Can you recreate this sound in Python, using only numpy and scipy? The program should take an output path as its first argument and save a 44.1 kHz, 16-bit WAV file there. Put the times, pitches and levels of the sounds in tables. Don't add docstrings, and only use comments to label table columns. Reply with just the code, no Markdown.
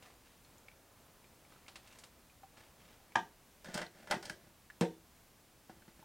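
import sys
import numpy as np
from scipy import signal
from scipy.fft import rfft, irfft
from scipy.io import wavfile
from scipy.ndimage import uniform_filter1d

SR = 44100
rng = np.random.default_rng(int(sys.argv[2]) if len(sys.argv) > 2 else 0)


def master_out(mix):
    frames = np.transpose(np.atleast_2d(mix))
    ceiling = np.clip(frames, -1, 1)
    pcm = np.round(ceiling * 32767).astype(np.int16)
    wavfile.write(sys.argv[1], SR, pcm)


N = 266496
TIME = np.arange(N) / SR
AGE = TIME[:SR // 2]


def undb(db):
    return 10 ** (np.asarray(db) / 20)


def along(points, hz):
    f, value = np.transpose(points)
    return np.interp(np.log(hz + 1e-3), np.log(f), value)


def noise(spectrum):
    hz = np.fft.rfftfreq(N, 1 / SR)
    phases = np.exp(2j * np.pi * rng.random(len(hz)))
    x = irfft(undb(along(spectrum, hz)) * phases, N)
    return x / x.std()


def wander(rate):
    knots = np.linspace(0, TIME[-1], int(rate * TIME[-1]))
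    return np.interp(TIME, knots, rng.standard_normal(len(knots)))


def band(x, hz, kind):
    return signal.sosfilt(signal.butter(3, hz, kind, fs=SR, output="sos"), x)


def unit(x):
    return x / np.sqrt(np.sum(x ** 2) + 1e-18)


def burst(x, db):
    return unit(x) * undb(db) * np.sqrt(SR / 100)


def add(out, start, x):
    i = max(int(start * SR), 0)
    out[i:i + len(x)] += x[:max(N - i, 0)]


def fade(t60):
    return np.exp(-np.log(1000) * AGE / max(t60, 1e-4))


def whiten(x):
    spectrum = rfft(x, 2 * len(x))
    power = uniform_filter1d(uniform_filter1d(np.abs(spectrum) ** 2, size=45), size=45)
    flat = spectrum / np.sqrt(power + .1 * power.mean())
    return unit(irfft(flat)[:len(x)])


# (frequency [Hz], relative level [dB])
HISS_SPECTRUM = [(12, -28), (20, -4), (68, -1), (298, -8), (333, -10), (452, -10.5), (631, -11),
                 (1200, -14), (1300, -15.5), (1500, -15.5), (1980, -17.5), (2270, -17), (3540, -19.5),
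                 (15500, -23)]
# (frequency [Hz], gain [dB])
SIDE_WEIGHTING = [(60, -13.5), (110, -14), (200, -17), (380, -15), (700, -16.5), (1290, -19.5), (2380, -18),
                  (4400, -13), (8120, -10), (15000, -8)]
def hiss(level_db=-64, waver_db=0.57, side_db=-1.5):
    mid = noise(HISS_SPECTRUM)
    weighting = undb(side_db + along(SIDE_WEIGHTING, np.fft.rfftfreq(N, 1 / SR)))
    side = irfft(rfft(noise(HISS_SPECTRUM)) * weighting, N)
    mid *= undb(waver_db * wander(6))
    return undb(level_db) * np.array([mid + side, mid - side])


def friction(strokes, spectrum, attack_s, release_s, grain_db):
    envelope = np.zeros(N)
    for start, length, db in strokes:
        swell = np.clip((TIME - start) / attack_s, 0, 1)
        release = np.exp(-np.maximum(TIME - start - length, 0) / release_s)
        envelope += undb(db) * swell * release
    slips = undb(grain_db * wander(400))
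    sliding = noise(spectrum) * slips
    return sliding / sliding.std() * envelope


# (time [s], duration [s], level [dB])
BODY_MOVES = [(0, 0.062, -65), (.48, 1.71, -71.5), (2.52, 0.81, -72.5)]
# (frequency [Hz], relative level [dB])
CLOTHES_SPECTRUM = [(60, -25), (250, 3.5), (800, 1.5), (1300, -2.5), (2200, -12), (8000, -31)]
def clothes_rustle():
    return friction(BODY_MOVES, CLOTHES_SPECTRUM, attack_s=0.013, release_s=0.063, grain_db=1)


# (time [s], duration [s], level [dB])
ARM_MOVES = [(0.02, 0.055, -62.5), (.24, 0.036, -67.5), (1.49, 0.043, -65.5), (1.82, 0.16, -66.5),
             (2.56, 0.044, -60), (2.79, 0.12, -66)]
# (frequency [Hz], relative level [dB])
SLEEVE_SPECTRUM = [(100, 3), (600, 2), (2800, 0), (6000, -8), (9000, -11.5), (16000, -41)]
def sleeve_rustle():
    return friction(ARM_MOVES, SLEEVE_SPECTRUM, attack_s=0.011, release_s=0.063, grain_db=5)


LOWEST_HZ = 131
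BASS_HZ, TREBLE_HZ = 400, 3500
def impacts(blows, modes, shell, shell_db, bass_gain_db, gain_db):
    out = np.zeros(N)
    ringing = np.zeros(len(AGE))
    for hz, bandwidth, db in modes:
        decay = np.exp(-np.pi * bandwidth * AGE)
        ringing += undb(db) * 2 * np.pi * bandwidth / SR * decay * np.sin(2 * np.pi * hz * AGE)
    size = 2 * len(AGE)
    colour = undb(shell_db + along(shell, np.fft.rfftfreq(size, 1 / SR)))
    for start, db, bass_db, treble_db, rattle_t60 in blows:
        rattle = whiten(rng.standard_normal(len(AGE)) * fade(rattle_t60))
        vibration = ringing + irfft(rfft(rattle, size) * colour)[:len(AGE)]
        bass = burst(band(vibration, [LOWEST_HZ, BASS_HZ], "band"), db + bass_db + bass_gain_db)
        middle = burst(band(vibration, [BASS_HZ, TREBLE_HZ], "band"), db)
        treble = burst(band(vibration, TREBLE_HZ, "high"), db + treble_db)
        add(out, start, bass + middle + treble)
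    return out * undb(gain_db)


# (time [s], relative level [dB], treble offset [dB])
SHELF_CONTACTS = [(0.025, -50.5, -7), (1.681, -42.5, -10), (1.757, -40.5, -8.5), (1.874, -52, -4),
                  (1.925, -53, -4), (1.987, -51, 3.5), (2.037, -45.5, -4.5)]
# (frequency [Hz], bandwidth [Hz], gain [dB])
SHELF_RESONANCES = [(2740, 350, 1), (3220, 820, -13), (5170, 390, -30)]
# (frequency [Hz], gain [dB])
SHELF_RATTLE = [(120, -35), (300, -21), (700, -1), (1700, -4), (2700, -3), (5000, 5.5), (8700, 7),
                (11000, 0), (16000, -26)]
def shelf_clicks(bass_db=-14, rattle_t60=0.057):
    blows = [(start, db, bass_db, treble_db, rattle_t60) for start, db, treble_db in SHELF_CONTACTS]
    return impacts(blows, SHELF_RESONANCES, SHELF_RATTLE, shell_db=2, bass_gain_db=-2, gain_db=-9)


# (time [s], level [dB], frequency [Hz])
RINGING_TAPS = [(0.448, -66, 4270), (0.582, -65, 7070), (0.684, -54, 2280), (0.715, -65, 2310),
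                (1.243, -65, 2370), (1.45, -66.5, 2310), (1.522, -62, 1276), (1.562, -64.5, 1320),
                (1.664, -64, 2170), (2.299, -66, 2450), (2.433, -53, 770), (3.121, -62, 2260),
                (3.742, -51, 8000), (3.778, -41, 1580), (3.865, -57, 4170), (4.298, -39.5, 1620),
                (4.701, -51.5, 1710), (5.696, -52.5, 746), (5.822, -62.5, 1580), (6.027, -58.5, 866)]
def clinks(tick_db=-6, tick_t60=0.031, note_db=-1, t60_cycles=51):
    out = np.zeros(N)
    for start, db, hz in RINGING_TAPS:
        note = unit(np.sin(2 * np.pi * hz * AGE) * fade(t60_cycles / hz))
        contact = whiten(rng.standard_normal(len(AGE)) * fade(tick_t60))
        tick = unit(signal.lfilter(*signal.iirpeak(hz, Q=3.5, fs=SR), contact))
        add(out, start, burst(undb(note_db) * note + undb(tick_db) * tick, db))
    return out


# (time [s], relative level [dB], bass offset [dB], treble offset [dB], rattle T60 [s])
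MUG_CONTACTS = [(3.1545, -25.5, -21.5, -16.5, 0.026), (3.157, -15.5, -22.5, -23.5, 0.017),
                (3.1665, -32.5, -3, -30, 0.22)]
# (frequency [Hz], bandwidth [Hz], gain [dB])
MUG_RESONANCES = [(172, 46, -13), (420, 91, -17), (780, 37, -17), (906, 31, 3), (948, 61, 2.5),
                  (1194, 43, -2.5), (1640, 143, 1.5), (1730, 36, -17), (1900, 50, -28)]
# (frequency [Hz], gain [dB])
MUG_RATTLE = [(40, -37), (130, -10.5), (400, -18), (900, -13), (1800, -10.5), (2300, -25), (3600, -17.5),
              (4400, -24.5), (5600, -16), (7500, -21), (10000, -31.5), (16000, -54.5)]
def mug_on_tray():
    return impacts(MUG_CONTACTS, MUG_RESONANCES, MUG_RATTLE, shell_db=1.5, bass_gain_db=4.5, gain_db=-8)


# (time [s], relative level [dB], treble offset [dB], rattle T60 [s], rebound offset [dB])
SNAPS = [(3.645, -39.5, -4, 0.044, -10), (3.743, -33.5, 4, 0.052, -2), (3.776, -29, -5, 0.032, -0.5),
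         (3.816, -29.5, -9.5, 0.032, -7), (4.073, -39, -11, .035, -6), (4.111, -19, -5.5, 0.032, 0.5),
         (4.227, -38.5, -1, .05, -14), (4.254, -42, 6.5, .055, -11), (4.297, -37.5, 2.5, 0.02, -13)]
# (delay [s], level offset [dB], bass offset [dB])
SNAP_REBOUNDS = [(0.01, -0.5, -21), (0.029, -12.5, 0), (0.052, -19.5, 5.5)]
# (time [s], relative level [dB])
SOFT_BUMPS = [(3.686, -40.5), (3.751, -35), (4.302, -43), (4.44, -56), (4.47, -56.5), (5.696, -47),
              (5.764, -54.5), (5.879, -49), (5.992, -52)]
# (frequency [Hz], bandwidth [Hz], gain [dB])
LID_RESONANCES = [(202, 90, -1.5), (350, 60, 0), (610.4, 14, 4), (870, 55, -3), (882, 145, -4),
                  (1460, 30, 6), (1620, 42, 1.5), (1720, 30, -22), (1980, 13, 1), (3130, 56, -6)]
# (frequency [Hz], gain [dB])
LID_RATTLE = [(40, -26), (90, -18), (200, -8), (700, -4), (1150, -7), (1700, -5), (2500, -10.5),
              (3800, -16.5), (5300, -12.5), (7000, -22.5), (8600, -19), (11000, -30), (16000, -40)]
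def lid_knocks():
    snap_bass_db = -20
    rebound_treble_db, rebound_t60 = -25, 0.05
    bump_bass_db, bump_treble_db, bump_t60 = 4, -8.5, 0.11
    snaps = [(start, db, snap_bass_db, treble_db, t60) for start, db, treble_db, t60, _ in SNAPS]
    rebounds = [(start + delay, db + rebound_db + drop_db, bass_db, rebound_treble_db, rebound_t60)
                for start, db, _, _, rebound_db in SNAPS
                for delay, drop_db, bass_db in SNAP_REBOUNDS]
    bumps = [(start, db, bump_bass_db, bump_treble_db, bump_t60) for start, db in SOFT_BUMPS]
    blows = snaps + rebounds + bumps
    return impacts(blows, LID_RESONANCES, LID_RATTLE, shell_db=-0.5, bass_gain_db=2, gain_db=-11.5)


# (time [s], duration [s], level [dB])
PLASTIC_SLIDES = [(3.648, 0.068, -53), (3.733, 0.086, -46.5), (3.93, 0.18, -61.5), (4.098, 0.012, -41.5),
                  (4.235, .04, -53.5), (4.3, 0.15, -69.5)]
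# (frequency [Hz], relative level [dB])
PLASTIC_SPECTRUM = [(30, 0), (100, -5), (190, 8), (430, -4.5), (600, 7.5), (730, -0.5), (900, -5),
                    (1200, -9), (1600, -0.5), (2400, -7.5), (6000, -15.5), (9000, -20), (11000, -46),
                    (16000, -36)]
def plastic_rub():
    return friction(PLASTIC_SLIDES, PLASTIC_SPECTRUM, attack_s=0.013, release_s=0.025, grain_db=4.5)


# (time [s], relative level [dB], bass offset [dB], treble offset [dB], rattle T60 [s])
LATCH_CONTACTS = [(4.81, -21.5, 3, -13, 0.031), (4.821, -23, 0, -27, 0.12)]
# (frequency [Hz], bandwidth [Hz], gain [dB])
CASE_RESONANCES = [(175, 21, 4), (226, 23, 3.5), (325, 6.4, 5.5), (434, 16, -1.5), (505, 12.5, 1.5),
                   (582, 21, -28), (760, 39, -6), (923, 35, -9.5), (1560, 120, -20.5), (1710, 110, -30),
                   (3525, 6.5, -20)]
# (frequency [Hz], gain [dB])
CASE_RATTLE = [(40, -48), (95, -27), (170, -16), (500, -3.5), (640, -20.5), (900, -30), (1250, -33.5),
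               (1800, -26.5), (3400, -30.5), (8500, -35.5), (11000, -50), (16000, -60)]
def lid_thump():
    return impacts(LATCH_CONTACTS, CASE_RESONANCES, CASE_RATTLE,
                   shell_db=0.5, bass_gain_db=1.5, gain_db=-7)


# (frequency [Hz], T60 [s])
REVERB_TIMES = [(100, 0.39), (400, 0.25), (1500, 0.18), (5000, 0.22), (12000, 0.16)]
def room(x, early_db, early_t60, tail_db, scatter_hz=265):
    edges = np.geomspace(50, 16000, 9)
    white = rng.standard_normal(len(AGE))
    tail = sum(band(white, [lo, hi], "band") * fade(along(REVERB_TIMES, np.sqrt(lo * hi)))
               for lo, hi in zip(edges, edges[1:]))
    tail = unit(tail * np.clip(AGE / 0.0036, 0, 1))
    early = unit(rng.standard_normal(len(AGE)) * fade(early_t60) * (AGE > .0015))
    echoes = band(undb(early_db) * early + undb(tail_db) * tail, scatter_hz, "high")
    direct = AGE == 0
    return signal.fftconvolve(x, whiten(direct + echoes))[:N]


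def scene():
    knocks = mug_on_tray() + lid_knocks() + lid_thump() + shelf_clicks()
    rubbing = plastic_rub() + sleeve_rustle() + clothes_rustle()
    taps = room(clinks(), early_db=-6, early_t60=0.035, tail_db=-14)
    handling = room(knocks + rubbing, early_db=-3, early_t60=0.031, tail_db=-6.5)
    return handling + taps + hiss()


def record(dry):
    return signal.sosfilt(signal.ellip(10, .1, 70, 15900, fs=SR, output="sos"), dry)


dry = scene()
out = record(dry)
master_out(out)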